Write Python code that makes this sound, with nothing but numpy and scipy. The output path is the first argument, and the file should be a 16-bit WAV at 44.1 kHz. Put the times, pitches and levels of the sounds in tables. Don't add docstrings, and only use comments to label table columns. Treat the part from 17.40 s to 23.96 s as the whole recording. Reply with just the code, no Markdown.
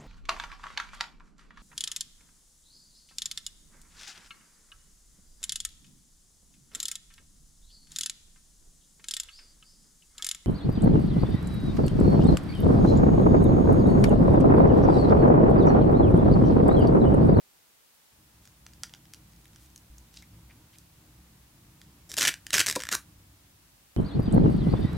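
import sys
import numpy as np
from scipy import signal
from scipy.fft import rfft, irfft
from scipy.io import wavfile
from scipy.ndimage import uniform_filter1d

SR = 44100
rng = np.random.default_rng(int(sys.argv[2]) if len(sys.argv) > 2 else 0)


def to_wav(sig):
    pcm = np.clip(np.atleast_2d(sig), -1, 1) * 32767
    pcm = np.round(pcm).astype(np.int16)
    wavfile.write(sys.argv[1], SR, pcm.T)


N = 289456
TIME = np.arange(N) / SR
SIZE = 2048
BINS = np.fft.rfftfreq(SIZE, 1 / SR)
SIDES = np.array([[1], [-1]])

# start_s [s], pitch_hz [Hz], lift_db [dB], brightness [dB before scaling]
FLAP_CURVE = [(1.4, 1620, 2, 0), (4.7, 1750, 2.5, 7.5), (4.81, 1690, 3, 1.5), (4.87, 2140, 8, -0.5),
              (5.07, 1740, 7, -2), (5.2, 1800, 5, 1.5), (5.28, 1830, 7.5, 8.5), (5.4, 1510, 6, -2),
              (5.55, 1340, 15, 6.5)]
# pitch_hz [Hz], relative level_db [dB]
SNAP_TONE = [(40, -38), (250, -23.5), (800, -9.5), (1200, -6), (1700, 0.5), (2400, -1.5), (3200, 2),
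             (4200, 0), (6000, 3.5), (7500, 0), (10000, -5.5), (13000, -9), (16000, -21)]
# pitch_hz [Hz], relative level_db [dB]
PAD_TONE = [(30, -28), (80, -5), (200, -1), (330, 1), (430, -7.5), (550, 1.5), (800, -8.5), (1500, -17),
            (4000, -82)]
# start_s [s], length_s [s], crackle level_db [dB], low_hz [Hz]
PULL_TIMES = [(4.689, 0.056, -49, 303), (4.769, 0.124, -31.5, 185.6), (5.125, 0.093, -32, 315.3),
              (5.262, 0.048, -37.5, 294.5), (5.353, .011, -33, 320), (5.51, 0.038, -32, 300)]


def gain_of(db):
    return 10 ** (np.asarray(db) / 20)


def evened(x):
    return x / np.sqrt(np.mean(x ** 2) + 1e-20)


def read(points, hz):
    f, value = np.transpose(points)
    return np.interp(np.log(hz + 1), np.log(f + 1), value)


def follow(curve, s, axis=1):
    columns = np.transpose(curve)
    return np.interp(s, columns[0], columns[axis])


def add(mix, s, sound):
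    part = mix[round(s * SR):][:len(sound)]
    part += sound[:len(part)]


def ring(db):
    log_gain = np.log(gain_of(np.r_[db, db[-2:0:-1]]))
    response = np.fft.ifft(np.exp(np.conj(signal.hilbert(log_gain)))).real
    return response / np.linalg.norm(response)


def noise(spectrum):
    colour = gain_of(read(spectrum, np.fft.rfftfreq(N, 1 / SR)))
    return evened(irfft(rfft(rng.standard_normal(N)) * colour, N))


def burst(sound, db):
    return gain_of(db) * sound * np.sqrt(SR / 1000) / np.linalg.norm(sound)


def hiss(level_db=-60.5):
    # pitch_hz [Hz], relative level_db [dB]
    hiss_tone = [(18, -36), (30, -2.5), (467, -3.5), (709, -3.5), (921, -2.5), (1020, -4.5), (1820, -5),
                 (15500, -7.5)]
    return gain_of(level_db) * np.array([noise(hiss_tone), noise(hiss_tone)])


def rumble_strength(from_s=0.714, to_s=5.76, level_db=-57.5, entry_db=-7, swell_s=0.64, fade_db_per_s=17):
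    swell_db = entry_db * np.clip(1 - (TIME - from_s) / swell_s, 0, 1)
    fade_db = fade_db_per_s * np.maximum(TIME - to_s, 0)
    entry = np.clip((TIME - from_s) / 0.01, 0, 1)
    return gain_of(level_db + swell_db - fade_db) * entry


def rumble(lumps_db=1.5, side_db=-27):
    # pitch_hz [Hz], relative level_db [dB]
    rumble_tone = [(20, -14.5), (35, -20), (58, -5.5), (80, -5), (120, -8.5), (190, -27.5), (320, -11.5),
                   (420, -20), (650, -23.5), (1000, -20.5), (1600, -29), (4000, -39), (16000, -54)]
    # pitch_hz [Hz], spread_hz to either side [Hz], relative level_db [dB]
    resonances = [(61, 14.7, 7.5), (107, 22.4, 2), (134.6, 22.4, 3), (171.7, 9.7, 5), (208.7, 8.6, 0),
                  (236, 28, -6), (292, 35, -9), (317, 20.4, -4.5)]
    hz = np.fft.rfftfreq(N, 1 / SR)
    booms = sum(gain_of(db) ** 2 / (1 + ((hz - f) / spread) ** 2) ** 3 for f, spread, db in resonances)
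    colour = np.sqrt(gain_of(read(rumble_tone, hz)) ** 2 + booms)
    lumps = gain_of(lumps_db * noise([(1, 7.0), (14, -6), (40, -65), (80, -120)]))
    mid, side = (evened(irfft(rfft(lumps * rng.standard_normal(N)) * colour, N)) for _ in range(2))
    return rumble_strength() * (mid + SIDES * gain_of(side_db) * side)


def snap(spectrum, s, bright_db, flap_octaves=0.69, pivot_hz=3800, tilt_share=0.39, uneven_db=2.1,
         scatter_db=-4, scatter_t60=0.0085):
    octave = np.log2(BINS + 1)
    octaves_off = octave - np.log2(follow(FLAP_CURVE, s))
    flap_db = follow(FLAP_CURVE, s, axis=2) * np.exp(-(octaves_off / flap_octaves) ** 2)
    tilt_db = tilt_share * bright_db * np.tanh(2 * (octave - np.log2(pivot_hz)))
    spot = uniform_filter1d(rng.standard_normal(len(BINS)), size=24)
    spot = evened(uniform_filter1d(spot, size=24))
    t = TIME[:SIZE]
    waves = rng.standard_normal(SIZE) * gain_of(-60 * t / scatter_t60) * (1 - np.exp(-t / 0.00025))
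    paper = signal.unit_impulse(SIZE) + gain_of(scatter_db) * waves / np.linalg.norm(waves)
    direct = ring(read(spectrum, BINS) + flap_db + tilt_db + uneven_db * spot)
    return signal.fftconvolve(direct, paper)[:SIZE]


def ticks(touch_s=1.7, press_from_s=1.9, press_to_s=2.31, count=14):
    # start_s [s], level_db [dB, rms over 1 ms], brightness [dB before scaling]
    clear_ticks = [(1.0542, -50, -3), (1.0752, -47, 2), (1.2655, -38.5, -5.5), (1.3354, -47.5, -5),
                   (1.4348, -24, 2), (1.4413, -38, -11), (1.4952, -48, -3), (1.5382, -36.5, -6),
                   (1.5486, -44, -7), (1.655, -52, -8), (1.7366, -36.5, 8.5), (1.7456, -42, 7),
                   (2.0558, -49, 3), (2.1605, -45.5, 0), (2.3609, -40, 13), (2.378, -45.5, 16),
                   (2.5829, -44, 31), (2.7415, -48, 6), (2.7636, -50, 6), (2.8243, -45.5, 2),
                   (3.3854, -43.5, 31), (4.416, -43.5, -2.5)]
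    # pitch_hz [Hz], relative level_db [dB]
    tap_tone = [(300, -32), (800, -10.5), (1100, -15.5), (1450, -0.5), (2400, -7), (3200, -1), (4200, -5.5),
                (5800, 4.5), (7000, -1), (10000, -11.5), (13000, -20), (16000, -17)]
    catch_db, catch_spread_db, catch_bright_db = -56.5, 2, 5
    slices = (np.arange(count) + rng.random(count)) / count
    moments = press_from_s + (press_to_s - press_from_s) * slices
    catches = [(s, catch_db + catch_spread_db * rng.standard_normal(), catch_bright_db) for s in moments]
    out = np.zeros(N)
    for s, db, bright_db in list(clear_ticks) + catches:
        spectrum = tap_tone if s < touch_s else SNAP_TONE
        add(out, s, burst(snap(spectrum, s, bright_db), db))
    return out


def scrapes(grit_db=4.5):
    # [Hz, half the bandwidth of each of the two filter passes]
    slides = [(1.011, 0.088, -67.5, 4970, 3920), (2.182, 0.11, -66.5, 6000, 7000),
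              (2.716, 0.12, -62.5, 4470, 2400), (2.769, 0.0073, -47, 4270, 1790),
              (2.806, 0.045, -64, 2180, 250), (3.088, 0.04, -62, 2200, 600),
              (3.325, 0.042, -63.5, 2700, 1800)]
    out = np.zeros(N)
    grit = rng.standard_normal(N) * gain_of(grit_db * rng.exponential(1, N))
    for s, length, db, hz, width in slides:
        grains = grit[round(s * SR):][:int(length * SR)]
        band = signal.iirpeak(hz, hz / (2 * width), SR)
        body = signal.lfilter(*band, signal.lfilter(*band, grains))
        add(out, s, gain_of(db) * evened(body * signal.windows.tukey(len(body), 0.7)))
    return out


def bump():
    hand_bump = (2.5, 58, -46, 0.9)
    s, hz, db, t60 = hand_bump
    since = np.maximum(TIME - s, 0)
    return gain_of(db - 60 * since / t60) * np.sin(2 * np.pi * hz * since)


def hum(top_s=5.51, top_db=-60, width_s=0.72):
    hum_lines = [(95, 0.5), (284, -8)]
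    tones = sum(gain_of(db) * np.sin(2 * np.pi * (f * TIME + rng.random())) for f, db in hum_lines)
    return tones * gain_of(top_db - 10 * ((TIME - top_s) / width_s) ** 2)


def pull(start, length, rise_s=0.0069, stop_s=0.0035):
    since = TIME - start
    return np.clip(since / rise_s, 0, 1) * np.exp(-np.clip((since - length) / stop_s, 0, 20))


def peeling():
    return sum(gain_of(db) * pull(start, length) for start, length, db, _ in PULL_TIMES)


def crackle(fibres_per_s=1700, scatter_db=5.5, bright_db=1, pad_db=-14):
    force = gain_of(scatter_db * np.minimum(rng.exponential(1, N), 3)) * rng.choice([-1, 1], N)
    slips = evened(force * (rng.random(N) < fibres_per_s / SR)) * peeling()
    out, pad = np.zeros(N), gain_of(pad_db) * ring(read(PAD_TONE, BINS))
    step = 256
    for i in range(int(4.6 * SR), int(5.6 * SR), step):
        sound = snap(SNAP_TONE, i / SR, follow(FLAP_CURVE, i / SR, axis=3) + bright_db)
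        add(out, i / SR, signal.fftconvolve(slips[i:i + step], sound + pad))
    return out


def drum(width_hz=80, drum_db=-15.5, start_hz=900, sink_s=0.018):
    jolts = rng.standard_normal(N) + 1j * rng.standard_normal(N)
    smooth = signal.sosfilt(signal.butter(2, width_hz / 2, fs=SR, output="sos"), jolts)
    out = np.zeros(N)
    for start, length, db, low_hz in PULL_TIMES:
        hz = low_hz + (start_hz - low_hz) * np.exp(-np.maximum(TIME - start, 0) / sink_s)
        tone = evened((smooth * np.exp(2j * np.pi * np.cumsum(hz) / SR)).real)
        out += gain_of(db + drum_db) * pull(start, length) * tone
    return out


def rips(hooks_per_s=2150, growth=1.0, colour_db=4.0, pad_db=-22, count=12):
    # [dB, rms over 1 ms]
    clusters = [(4.717, -29.5), (4.7408, -28.5), (4.7686, -24.5), (4.7822, -20.5), (4.7863, -17.5),
                (4.81, -15), (4.8191, -15), (4.8275, -15.5), (4.837, -18), (4.8508, -12.5), (4.872, -17),
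                (4.877, -10.5), (4.8853, -15), (4.8906, -20), (4.94, -28.5), (5.0669, -30), (5.1056, -27),
                (5.1312, -16.5), (5.1398, -10), (5.148, -15.5), (5.153, -18.5), (5.1667, -19),
                (5.1738, -22), (5.181, -12.5), (5.193, -12), (5.2015, -8.5), (5.2116, -15.5),
                (5.2625, -19.5), (5.267, -17), (5.278, -24), (5.283, -20), (5.2868, -18), (5.2985, -18),
                (5.3115, -20.5), (5.326, -24.5), (5.354, -27), (5.3603, -21.5), (5.3938, -35),
                (5.4033, -28), (5.4103, -32), (5.4212, -30), (5.4362, -26), (5.453, -32.5), (5.4693, -32.5),
                (5.4893, -22.5), (5.5161, -25), (5.526, -17.5), (5.5469, -24), (5.551, -16.5)]
    lone_hooks, extra_hooks, big_db, fast_db = 1.62, 9.56, -10.5, -29.5
    out, pad = np.zeros(N), gain_of(pad_db) * ring(read(PAD_TONE, BINS))
    pace, order = peeling() / gain_of(fast_db), np.arange(count)
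    for s, db in clusters:
        hooks = lone_hooks + extra_hooks * pace[round(s * SR)] * gain_of(db - big_db) ** growth
        delays = (order + rng.random(count) * (order > 0)) / hooks_per_s
        forces = rng.uniform(0.43, 1, count) * np.clip(hooks - order, 0, 1)
        bright_db = follow(FLAP_CURVE, s, axis=3) + colour_db * rng.standard_normal()
        cluster = np.zeros(2 * SIZE)
        for delay, force, sign in zip(delays, forces, rng.choice([-1, 1], count)):
            add(cluster, delay, force * (sign * snap(SNAP_TONE, s, bright_db) + pad))
        add(out, s, burst(cluster, db))
    return out


def flop(start_s=5.3638, rise_s=0.0013, tense=1.035, slack=0.935, relax_s=0.011):
    flap_modes = [(227, -31.5, 0.059), (303, -26, 0.044), (394, -27, 0.049), (517, -17, 0.035),
                  (935, -31, 0.032), (997, -22.5, 0.035), (1410, -27, 0.019)]
    t, out = np.arange(SR // 8) / SR, np.zeros(N)
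    clock = np.cumsum(slack + (tense - slack) * np.exp(-t / relax_s)) / SR
    modes = sum(gain_of(db - 60 * t / t60) * np.sin(2 * np.pi * hz * clock) for hz, db, t60 in flap_modes)
    add(out, start_s, modes * (1 - np.exp(-t / rise_s)))
    return out


def room(x, wet_db=-12, first_s=0.006, side_db=-24):
    # delay_s [s], gain [amplitude ratio]
    near_echoes = [(.0029, 0.13), (.007, 0.071)]
    # pitch_hz [Hz], t60_s to fall 60 dB [s]
    tail_times = [(200, 0.14), (1500, 0.19), (6000, 0.14), (15000, 0.18)]
    near = x.copy()
    for delay, gain in near_echoes:
        add(near, delay, gain * x)
    count = SR // 3
    taps = rng.standard_normal((2, count)) * (rng.random((2, count)) < 0.15)
    taps = taps * (np.arange(count) > first_s * SR)
    hz, t, z = signal.stft(taps, SR, nperseg=256)
    tails = signal.istft(z * gain_of(-60 * t / read(tail_times, hz)[:, None]), SR, nperseg=256)[1]
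    tails = tails / np.linalg.norm(tails[0])
    mid, side = gain_of(wet_db) * signal.fftconvolve(x[None], tails, axes=1)[:, :N]
    return near + mid + SIDES * gain_of(side_db) * side


def scene():
    background = hiss() + rumble() + bump() + hum()
    disc = ticks() + scrapes() + crackle() + drum() + rips() + flop()
    return room(disc) + background


def record(dry, ceiling=0.55, edge_hz=15900):
    rounded = ceiling * np.tanh(dry / ceiling)
    low_pass = signal.firwin(511, edge_hz, window=("kaiser", 9), fs=SR)
    return signal.oaconvolve(rounded, low_pass[None], "same")


dry = scene()
out = record(dry)
to_wav(out)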